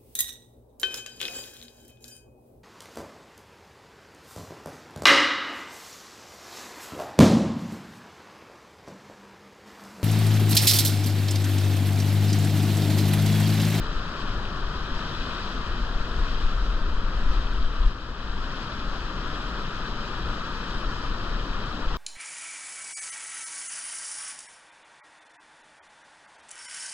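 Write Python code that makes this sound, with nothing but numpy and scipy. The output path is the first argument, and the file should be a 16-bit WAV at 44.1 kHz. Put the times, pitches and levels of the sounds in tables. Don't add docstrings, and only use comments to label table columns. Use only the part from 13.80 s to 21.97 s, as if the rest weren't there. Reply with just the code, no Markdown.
import sys
import numpy as np
from scipy import signal
from scipy.fft import rfft, irfft, next_fast_len
from scipy.io import wavfile
from scipy.ndimage import uniform_filter1d, map_coordinates

SR = 44100
rng = np.random.default_rng(int(sys.argv[2]) if len(sys.argv) > 2 else 0)


def volts_from_decibels(level):
    exponent = np.asarray(level, float) / 20
    return 10 ** exponent


def master_out(mix):
    frames = np.transpose(np.atleast_2d(mix))
    ceiling = np.clip(frames, -1, 1)
    pcm = np.round(ceiling * 32767).astype(np.int16)
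    wavfile.write(sys.argv[1], SR, pcm)


N = 360297
HZ = np.fft.rfftfreq(next_fast_len(N + 8192), 1 / SR)

# [t/s, level over the usual flow/dB]
SURGE = [(0, -.5), (.4, 0.3), (.8, -1.5), (1.2, 0.9), (1.55, 1.5), (2.1, -1), (2.45, 0.6), (2.95, -1),
         (3.3, -1.5), (3.6, .5), (4.2, -.8), (4.75, 1), (5.1, 0), (6.05, 0.3), (6.45, -0.1), (6.75, 0.3),
         (7.45, -0.3), (8.17, 0)]
# [f/Hz, density/dB]
LEFT_LOW = [(90, 3.5), (110, 0.6), (190, 0.5), (520, -7.5), (820, -11), (900, -6), (1210, 1.9), (1290, 2.1),
            (1810, -6.5), (1960, -13.5), (2170, -18.5), (2390, -14.5)]
RIGHT_LOW = [(90, -2), (110, -1), (190, -2.5), (280, -5), (620, -13.5), (840, -19.5), (930, -12.5),
             (1140, -8), (1340, -1.5), (1660, -6.5), (1920, -12.5), (2390, -32)]
# [f/Hz, density/dB]
LEFT_BRIGHT = [(1920, -13), (2170, -18), (2560, -11.5), (2860, -15), (3080, -10), (3330, -10.8),
               (3550, -14.5), (3960, -9.5), (4310, -21), (4910, -20.5), (5150, -22), (6300, -32),
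               (7800, -31), (8980, -46.5)]
RIGHT_BRIGHT = [(1920, -16.5), (2800, -21.5), (3080, -15.5), (3570, -17), (3810, -22), (4350, -16.5),
                (5100, -16.5), (5320, -21.5), (5620, -22), (6830, -34), (7520, -45.5), (8200, -56),
                (8310, -56), (8790, -57)]
# [f/Hz, density/dB]
LEFT_TOP = [(8010, 9), (9020, -2), (11180, -1), (12230, 1), (13000, -5.5), (13600, -14), (15000, -17)]
RIGHT_TOP = [(8010, -11), (10230, -9), (11480, -22), (12170, -16.5), (13260, -14), (15000, -18)]
# [f/Hz, likeness/0-1]
ALIKE_LOW = [(90, .995), (350, .98), (690, .95), (840, .7), (970, .87), (1290, .85), (1400, .72),
             (1700, .88), (1980, .75), (2220, .86), (2390, .78)]
ALIKE_BRIGHT = [(1980, .78), (2580, .83), (2860, .5), (3060, .82), (3400, .82), (3620, .65), (3900, .78),
                (4500, .05), (4950, .6), (5450, .35), (5940, .55), (6160, .03), (6780, .54), (8100, .08)]
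# [f/Hz, phase/rad]
LEAD = [(110, .05), (600, .3), (1100, .08), (1680, .6), (2240, 2.4), (2450, 2.0), (2750, 1.9), (2950, .75),
        (3750, 1.9), (3950, 1.55), (4400, 2.5), (6100, 3.4), (6250, .7), (7170, -1.1)]
# [t/s, level/dB]
GUST = [(0, -27), (.33, -36.5), (.7, -30.5), (1.5, -37), (1.9, -29.5), (2.3, -30), (2.72, -24), (3.4, -24),
        (3.68, -29), (3.93, -29), (4.25, -36.5), (4.62, -29.5), (4.87, -38), (5.2, -32.5), (6.2, -33.5),
        (6.75, -35), (7.72, -29), (7.95, -35.5)]
# [t/s, peak level/dB, length/s]
BUFFETS = [(0.16, -23.7, 0.07), (0.48, -27, 0.092), (0.568, -22, 0.065), (0.858, -24.5, 0.07),
           (1.15, -29, 0.093), (1.405, -30, 0.042), (2.043, -27, 0.082), (2.177, -24.5, 0.11),
           (2.413, -19.5, 0.067), (2.53, -33, 0.33), (2.653, -17.9, 0.055), (2.905, -20.0, 0.038),
           (2.998, -24.5, 0.053), (3.17, -32, 0.18), (3.47, -21, 0.05), (3.508, -16.5, 0.081),
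           (3.612, -18.5, 0.095), (3.74, -18, 0.036), (3.796, -19, 0.042), (3.855, -20, 0.091),
           (4.007, -17, 0.045), (4.059, -16, 0.066), (4.528, -26, 0.087), (5.076, -29.5, 0.12),
           (6.477, -26.5, 0.09), (6.956, -29, 0.05), (7.07, -24, 0.033), (7.304, -24, 0.055),
           (7.56, -25.5, 0.062), (8.092, -25.5, 0.16)]
# [t/s, peak level/dB, length/s]
FLAPS = [(0.58, -35, 0.071), (0.98, -36.5, 0.08), (1.894, -37, 0.055), (2.39, -34, 0.11), (2.758, -38, 0.1),
         (3.1, -31.2, 0.075), (3.56, -44, 0.05), (3.73, -28, 0.036), (4.052, -27, 0.031),
         (4.495, -40, 0.039), (4.953, -34.5, 0.059), (5.045, -45, 0.052), (6.46, -31.9, 0.064),
         (7.497, -39, 0.05)]
# [f/Hz, density/dB]
BUFFET_COLOUR = [(3, -36), (6, -1), (22, -1), (34, 0), (48, -8), (60, -19.5), (80, -40), (200, -97)]
FLUTTER_COLOUR = [(30, -49), (55, 2), (65, 0), (80, -10), (100, -11.5), (125, -21), (250, -85)]
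# [t/s, peak level/dB, centre f/Hz]
POPS = [(1.108, -30, 3140), (1.206, -33, 3110), (1.350, -24, 3500), (1.419, -29, 3110), (1.462, -29, 3850),
        (1.569, -27, 3700), (1.584, -28, 3050), (1.670, -29, 3350), (2.314, -31, 3130), (4.033, -27, 3010),
        (6.948, -32, 3900), (7.788, -33, 3830), (7.807, -31, 3140)]

ROAR_DB, RUSH_DB, FIZZ_DB, MIST_DB = -38, -39, -45, -76.6
ROAR_FOLLOWS, RUSH_FOLLOWS, FIZZ_FOLLOWS, MIST_FOLLOWS = .3, 0.69, 1.4, .9
FLUTTER_DB, FLUTTER_FOLLOWS = -43, .1
DUCK_FROM_DB, DUCK_RATIO = -19, 1.47
DUCK_DELAY_S, DUCK_ATTACK_S, DUCK_RELEASE_S = 0.06, 0.081, 0.36


def unit(x):
    return x / np.sqrt(np.mean(np.atleast_2d(x).mean(0) ** 2) + 1e-20)


def along(points):
    f, v = np.transpose(points)
    return np.interp(np.log(HZ + 1), np.log(f + 1), v)


def curves(rows):
    s, *cols = np.transpose(rows)
    return [np.interp(np.arange(N) / SR, s, c) for c in cols]


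def filtered(x, response):
    m = 2 * len(HZ) - 2
    return irfft(rfft(x, m) * response, m)[..., :N]


def above(edge_hz, order=6):
    return 1 - 1 / (1 + (HZ / edge_hz) ** (2 * order))


def band(low_hz, high_hz, low_order=6, high_order=6):
    return np.sqrt(above(low_hz, low_order) * (1 - above(high_hz, high_order)))


def churn(patchy_db):
    z = signal.stft(rng.standard_normal((2, N + 512)), nperseg=512)[2]
    field = uniform_filter1d(rng.standard_normal(z.shape[1:]), size=12, axis=0)
    field = uniform_filter1d(field, size=7, axis=1)
    x = signal.istft(z * volts_from_decibels(patchy_db * field / field.std()), nperseg=512)[1][:, :N]
    return x / x.std()


def bubble(hz, cycles, length=256):
    u = np.arange(length) / SR * hz[:, None] / cycles
    ring = np.sin(2 * np.pi * cycles * (u + 0.078 * u ** 2))
    return ring * np.exp(-2.2 * u) * (1 - np.exp(-12 * u))


def scatter(starts, rows):
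    at = starts.astype(int)[:, None] + np.arange(rows.shape[1])
    return np.bincount(at.ravel(), rows.ravel(), N + rows.shape[1])[:N]


def foam(low_hz, high_hz, cycles, spread_db, count):
    when, pitch, size = rng.random((2 * count, 3)).T
    rows = bubble(low_hz * (high_hz / low_hz) ** pitch, cycles, length=430)
    rows = rows * volts_from_decibels(-spread_db * np.log(size + 1e-4))[:, None]
    return np.array([unit(scatter(when[k::2] * (N - 1), rows[k::2])) for k in range(2)])


def spatter(depth_db, rate):
    knots = rng.standard_normal(int(N * rate / SR) + 4)
    return volts_from_decibels(depth_db * map_coordinates(knots, [np.arange(N) * rate / SR]))


def ports(pair, left, right, alike):
    turn = np.arccos(np.clip(along(alike), 0, 1)) / 2
    shared, apart = filtered(pair, np.array([np.cos(turn), np.sin(turn)]))
    lag = np.exp(.5j * along(LEAD))
    colours = np.array([volts_from_decibels(along(left)) / lag, volts_from_decibels(along(right)) * lag])
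    return filtered(np.array([shared + apart, shared - apart]), colours)


def river():
    surge_db, = curves(SURGE)
    gurgle = volts_from_decibels(-18.5) * foam(706, 2107, cycles=11.2, spread_db=1.5, count=2500)
    body = ports(churn(patchy_db=.5) + gurgle, LEFT_LOW, RIGHT_LOW, ALIKE_LOW)
    bubbles = volts_from_decibels(-10.0) * foam(1460, 9040, cycles=4.8, spread_db=1.75, count=7000)
    spray = spatter(depth_db=0.58, rate=24)
    bright = ports(spray * churn(patchy_db=0.8) + bubbles, LEFT_BRIGHT, RIGHT_BRIGHT, ALIKE_BRIGHT)
    top = ports(spray * churn(patchy_db=1.5), LEFT_TOP, RIGHT_TOP, ALIKE_BRIGHT)

    roar = unit(filtered(body, band(88.0, 790, low_order=4)))
    rush = unit(filtered(body, band(880, 2640)))
    fizz = unit(filtered(bright, band(2160, 8500, high_order=20)))
    mist = unit(filtered(top, np.sqrt(above(8620, order=20))))
    low = volts_from_decibels(ROAR_DB + ROAR_FOLLOWS * surge_db) * roar + volts_from_decibels(RUSH_DB + RUSH_FOLLOWS * surge_db) * rush
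    high = volts_from_decibels(FIZZ_DB + FIZZ_FOLLOWS * surge_db) * fizz + volts_from_decibels(MIST_DB + MIST_FOLLOWS * surge_db) * mist
    return low + high


def swells(base_db, events, narrow):
    t, power = np.arange(N) / SR, volts_from_decibels(2 * base_db)
    for s, db, length in events:
        near = slice(max(round((s - 2 * length) * SR), 0), round((s + 2 * length) * SR))
        power[near] += volts_from_decibels(2 * db) * np.exp(-((t[near] - s) * narrow / length) ** 2)
    return 10 * np.log10(power)


def eddies(spectrum, level_db, steady):
    push, own = filtered(rng.standard_normal((2, N)), volts_from_decibels(along(spectrum)))
    swell = np.sqrt(np.abs(uniform_filter1d(push ** 2, size=4000))) / push.std()
    push = unit(push / (swell + 0.16) ** steady)
    own = volts_from_decibels(-35) * unit(own)
    return volts_from_decibels(level_db) * np.array([volts_from_decibels(2.0) * (push + own), volts_from_decibels(-1.1) * (push - own)])


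def wind():
    gust_db, = curves(GUST)
    buffet_db = swells(gust_db, BUFFETS, narrow=2.93)
    flutter_db = swells(FLUTTER_DB + FLUTTER_FOLLOWS * (gust_db - gust_db.mean()), FLAPS, narrow=2.9)
    buffet = eddies(BUFFET_COLOUR, buffet_db, steady=.75)
    return buffet + eddies(FLUTTER_COLOUR, flutter_db - .6, steady=.6)


def pops():
    s, db, hz = np.repeat(POPS, 6, axis=0).T
    late, spread = rng.random((len(s), 2)).T
    rows = bubble(hz * 1.5 ** (spread - .4), cycles=7) * volts_from_decibels(db - 6)[:, None]
    track = scatter((s - .002 + 0.004 * late) * SR, rows)
    track = filtered(track, np.sqrt(1 - above(5200)))
    return np.array([volts_from_decibels(2) * track, volts_from_decibels(-2) * np.roll(track, shift=-4)])


def ducking():
    s, db, _ = np.transpose(BUFFETS)
    coarse = np.arange(0, N, 64)
    since = np.clip(coarse / SR - s[:, None] - DUCK_DELAY_S, 0, None)
    shape = np.exp(-since / DUCK_RELEASE_S) - np.exp(-since / DUCK_ATTACK_S)
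    lost_db = DUCK_RATIO * np.clip(db - DUCK_FROM_DB, 0, None) @ shape
    return -np.interp(np.arange(N), coarse, lost_db)


def scene():
    return volts_from_decibels(ducking()) * river() + wind() + pops()


def starved(x, floor_db, wander_db, lead_in=41):
    frame = dict(window="cosine", nperseg=2048, noverlap=1024)
    z = signal.stft(np.pad(x, ((0, 0), (lead_in, 0)), "edge"), **frame)[2]
    bands = z[:, :1024].reshape(2, 64, 16, -1)
    level_db = 10 * np.log10(np.mean(np.abs(bands) ** 2, axis=2) + 1e-20)
    mood = uniform_filter1d(rng.standard_normal(level_db.shape), size=8, axis=1)
    mood = uniform_filter1d(mood, size=2, axis=2)
    floor = np.reshape(floor_db, (2, 1, 1)) + np.reshape(wander_db, (2, 1, 1)) * mood / mood.std()
    z[:, :1024] *= np.repeat(level_db > floor, 16, axis=1)
    return signal.istft(z, **frame)[1][:, lead_in:N + lead_in]


def roll_off(x):
    return signal.sosfilt(signal.butter(12, 14800, fs=SR, output="sos"), x)


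def record(dry):
    held = dry / (1 + np.abs(dry / .47) ** 4) ** (1 / 4)
    mix = starved(held, floor_db=[-106.3, -107.5], wander_db=[3.6, 3.5])
    return roll_off(mix)


dry = scene()
out = record(dry)
master_out(out)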